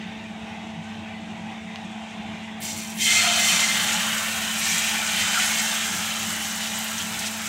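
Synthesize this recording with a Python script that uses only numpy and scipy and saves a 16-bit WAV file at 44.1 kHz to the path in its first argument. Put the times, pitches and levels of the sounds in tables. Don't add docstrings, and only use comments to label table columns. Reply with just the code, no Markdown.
import sys
import numpy as np
from scipy import signal
from scipy.fft import rfft, irfft, next_fast_len
from scipy.io import wavfile
from scipy.ndimage import uniform_filter1d, map_coordinates

SR = 44100
rng = np.random.default_rng(int(sys.argv[2]) if len(sys.argv) > 2 else 0)


def file_out(sig):
    cols = np.atleast_2d(sig).T
    lim = np.clip(cols, -1, 1)
    pcm = np.round(lim * 32767).astype(np.int16)
    wavfile.write(sys.argv[1], SR, pcm)


N = 329868

# f/Hz, rms level/dB, waver/dB
MOTOR_TONES = [(98.7, -55.5, 0.5), (219.6, -39.5, 0.85), (439, -60.5, 3.5), (660, -51.5, 1.1)]
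# f/Hz, density/dB
FLAME_SPECTRUM = [(100, -70), (400, -22), (600, -12), (690, -5.5), (790, 2), (920, -4), (1160, -11),
                  (1400, -13), (1550, -8.5), (1680, -12), (1900, -7), (2700, -7), (2950, -9.5), (3750, -12),
                  (4050, -20), (4800, -25), (6200, -24.5), (8300, -32), (10200, -40.5), (15800, -50)]
# f/Hz, density/dB
RUMBLE_SPECTRUM = [(25, -47), (48, -33), (70, -14.5), (100, -9.5), (135, -15), (160, -9), (185, -0.5),
                   (212, -2.5), (255, -17), (310, -12.5), (400, -21), (490, -26.5), (580, -23), (700, -52)]
# t/s, rms level at the crest/dB
FLAME_THROBS = [(.79, -34), (1.41, -41), (1.66, -41), (1.841, -39), (2.94, -42), (3.55, -35), (3.98, -34),
                (4.74, -37), (6.28, -37)]
# t/s, rise of the driving level/dB, Gaussian half-length/s
OIL_FLARES = [(.85, 5, .04), (1.38, 2.5, .2), (2.02, 5, 0.13)]
# f/Hz, density/dB
SIZZLE_SPECTRUM = [(400, -14), (560, -12.5), (760, -6.5), (1000, -7), (1500, 1), (3000, -2), (3700, -3),
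                   (4600, -8.5), (5300, -6.5), (6200, -3), (7500, -3.5), (8400, -6.5), (9400, -13.5),
                   (13500, -18), (15800, -19.5)]
# t/s, rms level at the crest/dB, f/Hz, resonance width/Hz, Gaussian half-length/s
NOISE_SPURTS = [(3.054, -31, 3170, 148, 0.05), (3.12, -42, 1590, 493, 0.044),
                (3.304, -35.5, 700, 44.8, 0.15), (4.597, -34, 8500, 4000, 0.028),
                (4.679, -36, 5750, 250, 0.096), (4.68, -45, 8900, 250, 0.12),
                (5.372, -26.5, 1420, 202, 0.028), (6.642, -31.5, 3500, 4000, .04),
                (6.985, -32.5, 6200, 1500, .008), (7.007, -32, 3100, 900, 0.025),
                (7.195, -29, 6000, 6000, 0.006), (7.242, -32, 2500, 2030, 0.039),
                (7.271, -29.5, 5550, 4530, 0.016)]
# t/s, level before a common gain/dB, f/Hz, decay time/s
BUBBLE_POPS = [(1.759, -18.5, 2600, 0.0001), (4.7838, -15, 7240, 0.00028), (5.4595, -20, 10400, .0003),
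               (6.7895, -26, 12500, .0005), (6.8445, -23, 14000, 0.00018), (7.025, -22, 7000, .0002)]
# t/s, strength/dB, spreading time/s, largest bubbles over smallest/dB
WETTINGS = [(2.57, -16, 0.042, -14.5), (2.933, 4, 0.19, .5), (3.304, 0.84, 0.14, -0.5),
            (3.69, -8.8, 0.086, 10), (4.515, -3.5, 0.14, -2.5), (4.686, -10, 0.12, 13),
            (4.967, -6.5, 0.16, 11), (5.118, -10.5, .031, 2.5), (5.263, -2.5, .17, -4.5),
            (5.587, -13, .073, -8), (6.148, -20, .07, -3)]
# delay/s, flash level/dB, flash power decay/s, simmer level/dB, simmer power decay/s
SPIT_RESPONSE = (0, -27.5, 0.1, -38.7, 1.53)
FIZZ_RESPONSE = (0.0357, -16.5, 0.113, -34, 2)
FRY_RESPONSE = (0.03, -18.5, 0.14, -32.4, 1.34)
BOIL_RESPONSE = (0.12, -29, 0.2941, -40, 1.9)
# f/Hz, width/Hz, lift at the first drop/dB, lift for spread batter/dB
GAP_RESONANCES = [(700, 26, 10, -3), (802, 17, 9, 4.5), (1385, 24, 2, 1.5), (1553, 31, 3, 3),
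                  (1808, 32, 2, 7), (1980, 24, -14, 5), (2077, 24, 13.5, 0.5), (2350, 16, 7.5, 2.5),
                  (2535, 39, 7.5, -5), (2742, 78, 0, 4.5), (2950, 77, -1, 3.5), (3090, 65, 9.5, 4.5),
                  (3570, 45, 6, -4), (4300, 81, 11, -3), (4900, 59, 7.5, 2.5), (5750, 120, 9, -0.5),
                  (7360, 99, 8, -0.5), (8300, 68, 3, 3), (8200, 51, 4, 0.5), (9000, 84, 8, 1),
                  (10520, 320, 4.5, -1.5)]
# t/s, share of the spread-batter set (0-1)
SPREAD_SHARE = [(2.6, 0.6), (3.05, 0.3), (3.55, 0.13), (3.75, 0.5), (4.1, .96)]

FLAME_DB, RUMBLE_DB = -40, -42.5
OIL_DRIVE_DB = -60.5
FIRST_CONTACT_S, CONTACT_RISE_S = 2.6, 0.005
TOP_HZ = 15780


def amp(db):
    return 10 ** (np.asarray(db) / 20)


def unit(x):
    return x / np.sqrt(np.mean(x ** 2) + 1e-20)


def clock():
    return np.arange(N) / SR


def bump(centre_s, half_length_s):
    return np.exp(-((clock() - centre_s) / half_length_s) ** 2)


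def wobble(rate):
    knots = rng.standard_normal(4096)
    return map_coordinates(knots, [clock() * rate], mode="mirror")


def colour(points, hz):
    f, db = np.transpose(points)
    return amp(np.interp(np.log(hz + 1), np.log(f), db))


def resonance(hz, centre, width):
    return 1j * hz * width / (centre ** 2 - hz ** 2 + 1j * hz * width)


def band(hz, lo, hi):
    below = (lo / (hz + 1)) ** 16
    above = (hz / hi) ** 16
    return 1 / np.sqrt((1 + below) * (1 + above))


def filtered(x, response):
    size = next_fast_len(N + SR // 2)
    hz = np.fft.rfftfreq(size, 1 / SR)
    return irfft(rfft(x, size) * response(hz), size)[:N]


def noise(response):
    return unit(filtered(rng.standard_normal(N), response))


def patchy(x, depth_db):
    spectra = signal.stft(x, nperseg=1024)[2]
    field = rng.standard_normal(spectra.shape)
    field = uniform_filter1d(field, size=3, axis=0)
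    field = uniform_filter1d(field, size=9, axis=1)
    gain_db = depth_db * unit(field) - depth_db ** 2 / 9
    return signal.istft(spectra * amp(gain_db), nperseg=1024)[1][:N]


def kitchen(x, wet_db, t60):
    t = np.arange(SR // 4) / SR
    tail = rng.standard_normal(len(t)) * amp(-60 * t / t60) * (t > 0.001)
    tail = tail / np.linalg.norm(tail)
    return x + amp(wet_db) * signal.oaconvolve(x, tail)[:N]


def bursts(rate, spread_db):
    happens = rng.random(N) < rate / SR
    size = amp(spread_db * np.minimum(rng.standard_normal(N), 2.5))
    return happens * size * rng.choice([-1, 1], N) / np.sqrt(rate)


def swarm(drive_db, lo_hz, hi_hz, rate, spread_db, flutter_db, wet_db):
    density = rate * amp(drive_db - drive_db.max())
    train = bursts(density, spread_db) * amp(flutter_db * wobble(45))
    patches = np.arange(7)
    place = 2.5 * clock() + 0.45 * rng.standard_normal(N)
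    patch = np.round(place) % len(patches)
    heard = sum(kitchen(train * (patch == k), wet_db, t60=0.23) for k in patches)
    shaped = filtered(heard, lambda hz: colour(SIZZLE_SPECTRUM, hz) * band(hz, lo_hz, hi_hz))
    return amp(drive_db) * unit(shaped)


def motor():
    turn = clock() + np.cumsum(0.00096 * wobble(3.88)) / SR
    hum = np.zeros(N)
    for hz, db, waver_db in MOTOR_TONES:
        level = np.sqrt(2) * amp(db + waver_db * wobble(7))
        hum += level * np.sin(2 * np.pi * (hz * turn + rng.random()))
    return hum


def burner():
    rush = patchy(noise(lambda hz: colour(FLAME_SPECTRUM, hz)), depth_db=2.5)
    rush = amp(FLAME_DB + 0.73 * wobble(12)) * rush
    rumble = noise(lambda hz: colour(RUMBLE_SPECTRUM, hz) * band(hz, 20, 800))
    rumble = amp(RUMBLE_DB + 1.9 * wobble(9)) * rumble
    swell = sum(amp(db) * bump(s, 0.027) for s, db in FLAME_THROBS)
    throb_hz = 180 + 7 * wobble(18)
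    throb = np.sqrt(2) * np.sin(2 * np.pi * np.cumsum(throb_hz) / SR)
    return rush + rumble + swell * throb


def oil():
    flares_db = sum(db * bump(s, length) for s, db, length in OIL_FLARES)
    return swarm(OIL_DRIVE_DB + flares_db, 3400, 9300, rate=2800, spread_db=3, flutter_db=3.0, wet_db=0)


def spurts():
    out = np.zeros(N)
    for s, db, centre, width, length in NOISE_SPURTS:
        burst = noise(lambda hz: resonance(hz, centre, width) ** 2)
        out += amp(db) * bump(s, length) * burst
    return out


def pops():
    out = np.zeros(N)
    half = SR // 200
    t = np.arange(-half, half) / SR
    for s, db, hz, length in BUBBLE_POPS:
        snap = amp(db) * np.exp(-np.abs(t) / length) * np.sin(2 * np.pi * hz * t)
        start = round(s * SR) - half
        out[start:][:len(t)] += snap
    return kitchen(amp(6.5) * out, wet_db=-7, t60=0.15)


def bubbling(size_response, coarseness):
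    delay_s, flash_db, flash_s, simmer_db, simmer_s = size_response
    power = 1e-6
    for s, db, spread_s, coarse_db in WETTINGS:
        age = np.maximum(clock() - s - delay_s, 0)
        wetted = 1 - np.exp(-(age / spread_s) ** 2)
        flash = amp(flash_db) ** 2 * np.exp(-age / flash_s)
        simmer = amp(simmer_db) ** 2 * np.exp(-age / simmer_s)
        strength = amp(db + coarseness * coarse_db) ** 2
        power = power + strength * wetted * (flash + simmer)
    return 10 * np.log10(power)


def gap_response(hz, lifts_db):
    centres, widths = np.transpose(GAP_RESONANCES)[:2]
    response = 1
    for centre, width, db in zip(centres, widths, lifts_db):
        response = response * (1 + (amp(db) - 1) * resonance(hz, centre, width))
    return response


def nook(x):
    first_db, later_db = np.transpose(GAP_RESONANCES)[2:]
    share = np.clip(np.interp(clock(), *np.transpose(SPREAD_SHARE)), 0, 1)
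    first = amp(-3.0) * filtered(x, lambda hz: gap_response(hz, first_db))
    later = amp(-1.2) * filtered(x, lambda hz: gap_response(hz, later_db))
    return (1 - share) * first + share * later


def sizzle():
    sizes = [SPIT_RESPONSE, FIZZ_RESPONSE, FRY_RESPONSE, BOIL_RESPONSE]
    coarseness = np.linspace(-0.5, 0.5, len(sizes))
    spit_db, fizz_db, fry_db, boil_db = map(bubbling, sizes, coarseness)
    spit = swarm(spit_db, 9600, 18000, rate=11000, spread_db=9.5, flutter_db=1.0, wet_db=0)
    fizz = swarm(fizz_db, 4000, 10000, rate=14000, spread_db=6.5, flutter_db=1.0, wet_db=1.0)
    fry = swarm(fry_db, 1930, 4360, rate=11000, spread_db=3.3, flutter_db=1.13, wet_db=0.5)
    boil = swarm(boil_db, 516, 1674, rate=4000, spread_db=4.5, flutter_db=0.3, wet_db=4)
    coarse = patchy(fry + boil, depth_db=2.0)
    contact = np.clip((clock() - FIRST_CONTACT_S) / CONTACT_RISE_S, 0, 1)
    return contact * nook(spit + fizz + coarse)


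def scene():
    mono = motor() + burner() + oil() + spurts() + pops() + sizzle()
    return np.array([mono, mono])


def record(dry):
    return np.array([filtered(channel, lambda hz: hz < TOP_HZ) for channel in dry])


dry = scene()
out = record(dry)
file_out(out)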